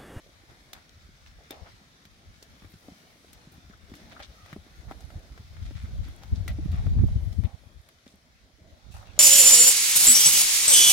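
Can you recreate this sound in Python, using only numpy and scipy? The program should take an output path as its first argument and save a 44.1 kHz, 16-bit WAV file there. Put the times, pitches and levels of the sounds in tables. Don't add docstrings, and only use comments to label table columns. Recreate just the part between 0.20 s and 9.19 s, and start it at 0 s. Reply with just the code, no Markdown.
import sys
import numpy as np
from scipy import signal
from scipy.fft import rfft, irfft, next_fast_len
from scipy.io import wavfile
from scipy.ndimage import uniform_filter1d

SR = 44100
rng = np.random.default_rng(int(sys.argv[2]) if len(sys.argv) > 2 else 0)


def output_pcm(signal):
    pcm = np.clip(np.atleast_2d(signal).T, -1, 1) * 32767
    wavfile.write(sys.argv[1], SR, np.round(pcm).astype(np.int16))


N = 396459
TIME = np.arange(N) / SR


def amp(db):
    return 10 ** (np.asarray(db) / 20)


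def unit(x):
    return x / np.sqrt(np.mean(x ** 2) + 1e-30)


def read(points, hz):
    f, value = np.transpose(points)
    return np.interp(np.log(hz + 1), np.log(f + 1), value)


def curve(rows, column):
    rows = np.asarray(rows)
    return np.interp(TIME, rows[:, 0], rows[:, column])


def add(mix, s, sound):
    part = mix[:, max(0, round(s * SR)):][:, :sound.shape[1]]
    part += sound[:, :part.shape[1]]


def shaped(x, gain):
    size = next_fast_len(x.shape[-1], True)
    return irfft(rfft(x, size) * gain(np.fft.rfftfreq(size, 1 / SR)), size)[..., :x.shape[-1]]


def eq(x, colour):
    return shaped(x, lambda hz: amp(read(colour, hz)))


def bell_band(x, centre_hz, octaves):
    return unit(shaped(x, lambda hz: np.exp(-.5 * (np.log2((hz + 1) / centre_hz) / octaves) ** 2)))


def causal(x, gain):
    size = 8192
    log_gain = np.log(gain(abs(np.fft.fftfreq(size, 1 / SR))) + 1e-9)
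    response = np.exp(np.conj(signal.hilbert(log_gain)))[:size // 2 + 1]
    return irfft(rfft(x, size) * response, size)[..., :x.shape[-1]]


# f/Hz, left-right correlation
PORT_LIKENESS = [(60, 1), (300, 0.75), (640, 0.55), (1400, -0.32), (3100, 0.18), (7000, -0.068)]
def paired(x):
    alike = lambda hz: np.clip(read(PORT_LIKENESS, hz), -1, 1)
    right = shaped(x[0], alike) + shaped(x[1], lambda hz: np.sqrt(1 - alike(hz) ** 2))
    return np.array([x[0], right])


def drift(rate_hz):
    return unit(shaped(rng.standard_normal(N), lambda hz: 1 / (1 + (hz / rate_hz) ** 4)))


def grains(size, per_s, spread_db):
    sizes = amp(spread_db * np.minimum(rng.exponential(1, size), 4))
    breaks = rng.random(size) < per_s / SR
    return sizes * breaks * rng.standard_normal((2, size))


# t/s, length/s, level/dB, f/Hz, width/Hz
CALL_CUES = [(4.139, 0.19, -61.5, 1270, 150), (6.521, 0.085, -57, 1220, 220),
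             (8.132, 0.086, -74, 2590, 220), (8.367, 0.25, -64, 612, 140), (8.708, 0.092, -62, 2670, 420),
             (8.854, 0.077, -62, 2680, 420)]
def far_calls():
    out = np.zeros((2, N))
    for s, length_s, db, call_hz, width_hz in CALL_CUES:
        noise = paired(rng.standard_normal((2, int(length_s * SR))))
        tone = unit(shaped(noise, lambda hz: 1 / (1 + (2 * (hz - call_hz) / width_hz) ** 4)))
        add(out, s, amp(db) * tone * signal.windows.tukey(tone.shape[1], .5))
    return out


# t/s, level/dB
SAND_RIDE = [(0, -82), (0.25, -85), (0.55, -82), (1.15, -90), (1.8, -92), (2.4, -81), (2.62, -75),
             (2.92, -73), (3.05, -83), (3.6, -83), (3.9, -77), (4.6, -78), (5.3, -77), (6.1, -77),
             (6.7, -78), (7.05, -75), (7.4, -83), (8.15, -92), (8.99, -85)]
# f/Hz, gain/dB
SAND_EQ = [(9000, -35), (11500, -4), (13500, -2), (15500, -2)]
def sand(trim_db=-1, sway_db=2.0):
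    slide = paired(rng.standard_normal((2, N)) + 0.4 * unit(grains(N, per_s=1500, spread_db=-3.0)))
    level_db = curve(SAND_RIDE, column=1) + trim_db + sway_db * drift(rate_hz=8.0)
    return amp(level_db) * unit(eq(slide, SAND_EQ))


def footfalls(per_s, fade_s):
    lands = (rng.random(N) < per_s / SR) * rng.uniform(0.27, 1, N)
    return unit(signal.lfilter([1], [1, -np.exp(-1 / (fade_s * SR))], lands))


def patchy(x, depth_db=1.8):
    spectra = signal.stft(x, nperseg=1024)[2]
    across_pitch = uniform_filter1d(rng.standard_normal(spectra.shape[1:]), size=4, axis=0)
    patches = unit(uniform_filter1d(across_pitch, size=11, axis=1))
    return signal.istft(spectra * amp(depth_db * patches), nperseg=1024)[1][:, :N]


def shuffle(colour, level_db, steps, step_share, crumb_share):
    wash = rng.standard_normal((2, N)) + crumb_share * unit(grains(N, per_s=900, spread_db=4.0))
    pressed = wash * np.sqrt(1 + (step_share * steps) ** 2)
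    return amp(level_db) * unit(eq(patchy(paired(pressed)), colour))


# t/s, rustle floor/dB, fizz floor/dB, trample floor/dB
HERD_RIDE = [(0.0, -63, -75.5, -67), (0.47, -63, -75, -63), (0.6, -64, -80, -66), (1.15, -63.5, -78.5, -68),
             (1.33, -60.5, -78, -61), (1.85, -64, -81, -65.5), (2.63, -62, -72, -62.5),
             (3.6, -63.5, -79.5, -66), (3.93, -59.5, -74, -56.5), (4.08, -61.5, -76, -63),
             (4.58, -62.5, -73.5, -59.5), (5.26, -61.5, -76.5, -62), (6.76, -60, -73.5, -55),
             (7.13, -62, -70, -62), (7.34, -65, -77, -65.5), (7.63, -66.5, -78, -68.5),
             (8.34, -67.5, -83, -69), (8.99, -61.5, -79, -60)]
# f/Hz, gain/dB
TRAMPLE_EQ = [(60, -18), (130, 5), (250, 4.5), (400, -2), (700, -0.5), (950, -7), (1500, -14), (3000, -48)]
# f/Hz, gain/dB
RUSTLE_EQ = [(600, -74), (1000, -4.5), (1350, 2), (1700, 1.5), (2150, 2.5), (2750, -3.5), (3600, 1),
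             (4500, -1.5), (6000, -3.5), (7500, -11.5), (11000, -21.5)]
# f/Hz, gain/dB
FIZZ_EQ = [(4000, -24), (7000, 1.5), (9000, 2.5), (11300, 4), (13500, -12), (15500, -12)]
RUSTLE_LIFT_DB, FIZZ_LIFT_DB, TRAMPLE_LIFT_DB = 2.5, 0.5, 1.5
def herd(trample_sway_db=1.83, rustle_sway_db=0.5, fizz_sway_db=1.1, sway_hz=6.8):
    steps = footfalls(per_s=45, fade_s=.01)
    trample_db = curve(HERD_RIDE, column=3) + TRAMPLE_LIFT_DB + trample_sway_db * drift(sway_hz)
    rustle_db = curve(HERD_RIDE, column=1) + RUSTLE_LIFT_DB + rustle_sway_db * drift(sway_hz)
    fizz_db = curve(HERD_RIDE, column=2) + FIZZ_LIFT_DB + fizz_sway_db * drift(sway_hz)
    trample = shuffle(TRAMPLE_EQ, trample_db, steps, step_share=0.1, crumb_share=0.24)
    rustle = shuffle(RUSTLE_EQ, rustle_db, steps, step_share=0.36, crumb_share=0.17)
    fizz = shuffle(FIZZ_EQ, fizz_db, steps, step_share=0.1, crumb_share=0.36)
    return trample + rustle + fizz


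def far_thuds(count=60, over_trample_db=6, spread_db=1.0, lowest_hz=110):
    t, out = np.arange(SR // 12) / SR, np.zeros((2, N))
    trample_db = curve(HERD_RIDE, column=3) + TRAMPLE_LIFT_DB
    for when, pitch, size in rng.random((count, 3)):
        at = int(when * N)
        cycles = lowest_hz * 2.3 ** pitch * t
        thump = np.sin(2 * np.pi * cycles) * cycles / .5 * np.exp(1 - cycles / .5)
        gain = amp(trample_db[at] + over_trample_db + spread_db * size)
        add(out, at / SR, gain * np.array([thump, thump]))
    return out


# f/Hz, level/dB, t60/s
RAIL_MODES = [(1962, -41, .11), (2040, -42, .07), (2130, -44, .04), (1385, -41, .04), (6051, -52, .05)]
def rail(at_s=6.2795):
    t, out = np.arange(SR // 3) / SR, np.zeros((2, N))
    for hz, db, t60 in RAIL_MODES:
        ring = amp(db - 60 * t / t60) * np.sin(2 * np.pi * hz * t)
        add(out, at_s, np.array([ring, ring]))
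    return out


# t/s,
# level/dB, centre f/Hz
PEBBLE_CUES = [(0.694, -46, 4270), (1.063, -42, 2150), (2.228, -44, 4970), (2.522, -56, 12000),
               (3.131, -52, 10000), (3.698, -58, 11000), (4.158, -61, 9000), (4.807, -50, 6500),
               (4.851, -57, 9000), (4.994, -59, 10000), (5.635, -55, 9000), (5.885, -50, 13000),
               (5.963, -51, 9000), (6.034, -46, 4940), (6.28, -37.5, 8100), (6.302, -49, 10000),
               (6.334, -55, 10000), (6.564, -57, 9000), (6.873, -54, 10000), (7.049, -59, 10000),
               (7.616, -61, 10000), (7.689, -53, 10000), (7.878, -51, 5500), (7.957, -58, 9000)]
def pebbles(fade_s=0.0014, octaves=0.45):
    t, out = np.arange(SR // 40) / SR, np.zeros((2, N))
    for s, db, centre_hz in PEBBLE_CUES:
        tick = bell_band(rng.standard_normal((2, len(t))), centre_hz, octaves)
        add(out, s, amp(db) * tick * np.exp(-t / fade_s))
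    return out


# t/s, level/dB
CLACK_CUES = [(0.5338, -48), (1.3085, -42), (1.319, -50), (4.035, -46), (7.878, -53)]
# f/Hz, gain/dB, t60/s
HORN_MODES = [(2310, -6, 0.026), (3310, -6, 0.043), (3586, -3, 0.057), (3740, -5.5, 0.043),
              (4050, -17, 0.043), (4920, -12, 0.027)]
def clacks():
    t, out = np.arange(SR // 10) / SR, np.zeros((2, N))
    for s, level_db in CLACK_CUES:
        for hz, db, t60 in HORN_MODES:
            turns = hz * t + rng.random() + .25 * rng.random((2, 1))
            add(out, s, amp(level_db + db - 60 * t / t60) * np.sin(2 * np.pi * turns))
    return out


# t/s, length/s, level/dB, centre f/Hz, spread/octaves
SCUFF_CUES = [(0.03, 0.14, -61.5, 427, 0.56), (0.281, 0.13, -57, 500, 1.6), (0.54, 0.096, -55, 740, 1.3),
              (0.542, 0.12, -60, 2280, 1.2), (1.182, 0.12, -60, 446, 0.9), (1.308, 0.22, -52.5, 675, 0.63),
              (1.305, 0.0096, -38.5, 2400, 0.97), (1.306, 0.0086, -38, 14000, 0.48),
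              (1.31, 0.05, -49.5, 2300, 0.74), (1.312, 0.05, -48, 400, 0.8),
              (1.455, 0.069, -51.5, 735, 1.14), (2.495, 0.067, -67, 12000, 0.54),
              (2.69, 0.085, -62, 596, 0.4), (3.312, 0.078, -52.5, 190, 0.62),
              (3.314, 0.083, -64.5, 11000, 1), (3.329, 0.057, -59, 700, 0.7),
              (3.505, 0.016, -51, 1550, 0.4), (3.532, 0.019, -52, 1390, 0.27),
              (3.747, 0.055, -57, 3960, 1.1), (3.683, 0.17, -52, 290, 0.53), (3.793, 0.12, -67, 1400, 1.3),
              (3.912, 0.043, -49, 1790, 0.93), (3.96, 0.034, -48, 1350, 0.4),
              (3.997, 0.058, -45.5, 1370, 1.0), (3.997, 0.06, -54, 630, 0.25),
              (4.023, 0.046, -45, 3500, 0.62), (4.28, 0.063, -53.5, 1200, 1.2),
              (4.68, 0.039, -53, 1000, 0.76), (5.45, 0.062, -55, 2800, 0.85),
              (5.551, 0.17, -54, 1740, 1.12), (5.643, 0.039, -55, 1500, 0.54),
              (5.831, 0.12, -55, 1860, 1.13), (5.851, 0.06, -50, 230, 0.46), (6.149, 0.063, -55, 3940, .6),
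              (6.285, 0.054, -47.5, 2070, 0.82), (6.288, 0.066, -52, 614, 0.27),
              (6.525, 0.17, -53, 1700, 1), (6.791, 0.05, -55.5, 1570, 0.54), (6.247, 0.12, -52, 334, 0.36),
              (6.385, 0.024, -33, 315, 0.13), (7.24, 0.035, -48.5, 2680, 0.5),
              (7.233, 0.17, -55, 714, 0.54), (7.877, 0.094, -62, 3800, 0.95),
              (8.381, 0.089, -61, 277, 0.54), (8.711, 0.16, -55.5, 4530, 0.92),
              (8.739, 0.23, -53, 786, 0.72)]
def scuffs(rise_s=0.0032):
    out = np.zeros((2, N))
    for s, length_s, db, centre_hz, octaves in SCUFF_CUES:
        t = np.arange(int(2 * length_s * SR)) / SR
        dirt = bell_band(paired(grains(len(t), per_s=3500, spread_db=2.8)), centre_hz, octaves)
        swell = (1 - np.exp(-t / rise_s)) * np.exp(-t / length_s - 2 * (t / length_s) ** 4)
        add(out, s, amp(db) * dirt * swell)
    return out


HIT_WINDOW_S = .025
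def thud(db, hz, rise_cycles=0.53, fade_cycles=1.54, overtone_db=-11.5):
    cycles = hz * np.arange(SR // 8) / SR
    overtone = amp(overtone_db) * np.sin(2 * np.pi * (2 * cycles + rng.random()))
    envelope = (1 - np.exp(-(cycles / rise_cycles) ** 2)) * np.exp(-cycles / fade_cycles)
    swing = (np.sin(2 * np.pi * cycles) + overtone) * envelope
    swing /= np.sqrt(np.sum(swing ** 2) / (HIT_WINDOW_S * SR))
    return amp(db) * np.array([swing, swing])


# low f/Hz, high f/Hz
STRIKE_BANDS = [(85, 180), (180, 390), (390, 900), (1000, 2700), (2800, 6800), (7000, 15000)]
def strike(t60, band_db):
    t = np.arange(SR // 8) / SR
    rise = 1 - np.exp(-t / .0008)
    fall = amp(-60 * t / t60) + amp(-25 - 60 * t / .2)
    crumble = paired(grains(len(t), per_s=6600, spread_db=2.2)) * rise * fall
    crumble /= np.sqrt(np.sum(crumble ** 2) / 2)
    weight = lambda hz: .85 / np.hypot(1, hz / 800)
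    stamp = causal(signal.unit_impulse(len(t), idx=70), weight)
    crust = causal(crumble, lambda hz: np.sqrt(1 - weight(hz) ** 2))
    low, high = np.transpose(STRIKE_BANDS)
    per_hz_db = band_db + 10 * np.log10(HIT_WINDOW_S * SR * SR / 2 / (high - low))
    colour = np.transpose([np.sqrt(low * high), per_hz_db])
    low_cut = lambda hz: (hz + 10) ** 2 / np.hypot((hz + 10) ** 2, low[0] ** 2)
    return causal(stamp + crust, lambda hz: amp(read(colour, hz)) * low_cut(hz))


# t/s, thud level/dB, thud f/Hz, crunch level/dB, crunch f/Hz
HIT_CUES = [(0.089, -61, 300, -76, 2500), (0.235, -60.5, 327, -77, 2500), (0.317, -58.5, 342, -70, 1500),
            (0.532, -60, 415, -45, 3500), (0.89, -53.5, 182, -72, 3000), (1.062, -82, 500, -66, 1900),
            (1.307, -45, 342, -49.5, 4280), (1.853, -60, 200, -57, 3420), (2.226, -56.5, 394, -55.5, 4760),
            (2.421, -51, 197, -59.5, 1700), (2.445, -54, 300, -60, 1500), (2.538, -50, 181, -63, 4000),
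            (2.683, -47.5, 267, -69, 2900), (2.684, -50.5, 560, -77, 1300), (2.719, -50, 180, -74, 2000),
            (3.045, -58, 367, -69, 3000), (3.131, -85, 600, -55, 6070), (3.272, -49, 156, -74, 2500),
            (3.378, -50, 161, -72, 2500), (3.498, -50.5, 195, -66, 1860), (3.717, -45.5, 215, -63, 2600),
            (3.738, -54, 187, -53.5, 2100), (3.816, -50, 203, -62, 2000), (3.921, -66, 500, -57, 1800),
            (3.994, -61, 300, -54, 1500), (4.002, -58, 665, -53, 1400), (4.261, -62, 620, -55.5, 2500),
            (4.329, -41.5, 144, -49, 1660), (4.361, -39, 203, -65, 2500), (4.363, -54, 556, -74, 1500),
            (4.465, -57, 300, -68, 1700), (4.711, -43, 674, -50.5, 1400), (4.712, -47.5, 260, -66, 1800),
            (4.718, -46, 820, -54.5, 1600), (4.807, -61, 656, -62.5, 5500), (4.903, -58, 660, -56, 1300),
            (5.177, -61, 420, -56, 1700), (5.367, -70, 500, -59, 1700), (5.509, -48, 275, -61, 2500),
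            (5.882, -52, 277, -60, 1600), (6.021, -60, 776, -58.5, 2200), (6.035, -54.5, 770, -55, 2200),
            (6.279, -64, 340, -45, 3370), (6.386, -43.5, 302, -71, 2600), (6.517, -77, 500, -57, 4200),
            (6.665, -51, 600, -53, 1400), (6.788, -44.5, 320, -58, 1400), (6.836, -44, 364, -74, 2000),
            (6.886, -52.5, 584, -80, 3500), (7.128, -50.5, 190, -59.5, 4800), (7.236, -59, 380, -56, 1990),
            (7.436, -66, 596, -78, 4000), (7.688, -77, 654, -59.5, 2750), (7.865, -52, 273, -61.5, 2100),
            (7.939, -54, 190, -77, 3000), (8.979, -46.5, 590, -69, 2400)]
THUD_DB_PER_OCTAVE, CRUNCH_DB_PER_OCTAVE = 14, 7
HARD_CRUNCH_DB, DULL_ABOVE_HZ, DULLING = -52.5, 4500, 0.5
USUAL_T60_S, USUAL_HIT_DB, SHORTEN_PER_DB = 0.058, -66, 0.015
def near_hits(slap_trim_db=-1.5, ring_trim_db=-5):
    out, band_hz = np.zeros((2, N)), np.sqrt(np.prod(STRIKE_BANDS, axis=1))
    for s, thud_db, thud_hz, crunch_db, crunch_hz in HIT_CUES:
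        slap = thud_db + slap_trim_db - THUD_DB_PER_OCTAVE * abs(np.log2(band_hz / thud_hz))
        crunch = crunch_db - CRUNCH_DB_PER_OCTAVE * abs(np.log2(band_hz / crunch_hz))
        treble_octaves = np.maximum(np.log2(band_hz / max(crunch_hz, DULL_ABOVE_HZ)), 0)
        crunch -= DULLING * max(HARD_CRUNCH_DB - crunch_db, 0) * treble_octaves
        t60 = USUAL_T60_S * np.exp(-SHORTEN_PER_DB * (max(thud_db, crunch_db) - USUAL_HIT_DB))
        add(out, s - .001, strike(t60, band_db=np.maximum(slap, crunch)))
        add(out, s, thud(thud_db + ring_trim_db, thud_hz))
    return out


# f/Hz, gain/dB
GROUND_EQ = [(100, -2), (450, -1), (620, 1.5), (820, 2.5), (1000, -2.5), (1330, 3), (1650, 1), (2200, 2),
             (2900, -2), (3650, 2.5), (4600, 0), (9000, 1)]
def ground_bounce(near):
    bounce = causal(signal.unit_impulse(SR // 20), lambda hz: amp(read(GROUND_EQ, hz)))
    return signal.oaconvolve(near, bounce[None], axes=1)[:, :N]


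# t/s, strength/dB, left minus right/dB
WIND_RIDE = [(0, -61.5, -1), (1.5, -60.5, 2), (1.72, -67, 2), (2.05, -60.5, 1), (2.45, -59, 3),
             (2.8, -68.5, -1), (3.65, -56, 4), (4.45, -60, 4), (4.7, -50, -10), (5.25, -50.5, -1),
             (5.53, -37, 6.5), (5.71, -43, -2), (5.83, -35, -4), (6.02, -53.5, 11), (6.13, -34.5, 7),
             (6.36, -34, 0.5), (6.6, -30, 3), (6.83, -21.5, -3), (6.92, -30, 0), (7.02, -36, 9),
             (7.13, -40.5, 15), (7.25, -41.5, 27), (7.29, -60, -29), (7.42, -67, 24), (7.75, -68, -2),
             (8.3, -67, -5), (8.64, -64, -24), (8.8, -55.5, -23), (8.99, -63.5, -27)]
# f/Hz, gain/dB
RUMBLE_EQ = [(15, -2), (30, 0), (50, 6), (90, 4), (125, -6), (200, -14), (300, -35), (500, -55),
             (1000, -96), (2500, -105)]
def wind(trim_db=2.0, puff_hz=7.8, puff_db=0.6):
    shared, *own = eq(rng.standard_normal((3, N)), RUMBLE_EQ)
    lumps, ports = drift(rate_hz=11.8), []
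    port_db = curve(WIND_RIDE, column=1) + np.outer([.5, -.5], curve(WIND_RIDE, column=2))
    for strength_db, eddies in zip(port_db, own):
        apart = np.interp(strength_db, [-56, -42], [.35, 1])
        lumps_db = lumps * np.interp(strength_db, [-54, -38], [4.2, 2.2])
        flow = unit(np.sqrt(1 - apart) * shared + np.sqrt(apart) * eddies)
        flow /= np.sqrt(uniform_filter1d(flow ** 2, size=5000) + 0.03)
        puffs_db = puff_db * drift(puff_hz)
        ports.append(flow * amp(strength_db + trim_db + lumps_db + puffs_db))
    return np.array(ports)


# t/s, left level/dB, right level/dB, f/Hz
BUFFET_CUES = [(0.321, -49, -49, 102), (0.856, -46, -42, 69), (1.131, -45, -49, 77), (1.427, -30, -50, 76),
               (1.543, -45, -43, 108), (2.183, -47, -62, 102), (2.307, -46, -49, 94), (2.563, -43, -44, 79),
               (3.642, -38, -51, 79), (4.011, -38.5, -43, 70), (4.247, -43, -44, 60),
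               (4.598, -31.5, -48, 62), (4.765, -45, -41, 71), (4.849, -47, -29.5, 73),
               (5.122, -34, -31, 57), (5.204, -33, -33, 92.5), (5.425, -23, -37, 72.5),
               (5.559, -21.5, -47, 75), (5.643, -37, -23.5, 102), (5.739, -33, -28, 71),
               (5.801, -14.5, -25, 60.7), (6.133, -11, -14.5, 79), (6.183, -17, -29, 70.4),
               (6.211, -22, -35, 82.4), (6.303, -25.5, -25.5, 91), (6.46, -33, -16.5, 142),
               (6.496, -24, -16.5, 70), (6.541, -13.5, -22, 77), (6.67, -9, -19, 80), (6.709, -24, -17, 84),
               (6.772, -8, -28, 62), (6.808, -39, -11, 100), (6.84, -38, -3.5, 97.4),
               (6.962, -11, -19.5, 93), (7.035, -16, -27, 58), (7.078, -16.5, -40, 82.5),
               (7.196, -7.5, -51, 82), (7.253, -8, -44, 81), (7.344, -61, -27, 76.6),
               (7.47, -36.5, -54, 81), (7.569, -33.5, -46, 63.7), (7.601, -55, -37.5, 69.4),
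               (8.159, -51, -54, 72), (8.421, -44, -46, 78.5), (8.535, -39, -44, 68.6),
               (8.703, -61, -35, 85.5), (8.754, -32, -32, 74), (8.799, -37, -45, 85.5),
               (8.942, -60, -38, 75)]
# f/Hz, gain/dB
TEAR_EQ = [(100, -21), (200, 14.5), (330, -2.5), (520, -18.5), (750, -33), (1500, -72)]
TEAR_DB, HARDEST_BUFFET_DB, TEAR_DB_PER_DB = -17, -3.5, 0.69
def buffets(width_cycles=0.52, edge=0.31, trim_db=-2, tear_s=0.012):
    t, out = np.arange(-SR // 16, SR // 16) / SR, np.zeros((2, N))
    for s, left_db, right_db, hz in BUFFET_CUES:
        phase = 2 * np.pi * (hz * t + rng.random() + rng.random((2, 1)) * 0.38)
        swell = np.exp(-.5 * (hz * t / width_cycles) ** 2)
        swing = swell * np.sin(phase) + edge * swell ** 2 * np.sin(2 * phase)
        tear = unit(eq(rng.standard_normal((2, len(t))), TEAR_EQ))
        torn_db = TEAR_DB + TEAR_DB_PER_DB * (max(left_db, right_db) - HARDEST_BUFFET_DB)
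        swing += amp(torn_db) * tear * np.exp(-.5 * (t / tear_s) ** 2)
        add(out, s + t[0], amp([[left_db], [right_db]]) * amp(trim_db) * swing)
    return out


# f/Hz, left minus right/dB
PORT_BALANCE = [(60, -0.5), (400, 0.3), (1300, 1.5), (2400, 3), (4400, 0.5), (7000, -2.5), (9000, 7),
                (11500, 9.5), (15500, 10)]
def scene():
    near = ground_bounce(near_hits() + scuffs())
    yard = herd() + sand() + pebbles() + far_thuds() + near + clacks() + rail() + far_calls()
    yard = shaped(yard, lambda hz: amp(np.outer([.5, -.5], read(PORT_BALANCE, hz))))
    return yard + wind() + buffets()


def record(dry):
    ceiling, low_cut_hz, high_cut_hz = .5, 33, 15900
    rounded = ceiling * np.tanh(dry / ceiling)
    cut = shaped(rounded, lambda hz: hz ** 3 / np.hypot(hz ** 3, low_cut_hz ** 3))
    high_cut = signal.firwin(511, high_cut_hz, window=("kaiser", 9), fs=SR)
    return signal.oaconvolve(cut, high_cut[None], "same", axes=1)


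dry = scene()
out = record(dry)
output_pcm(out)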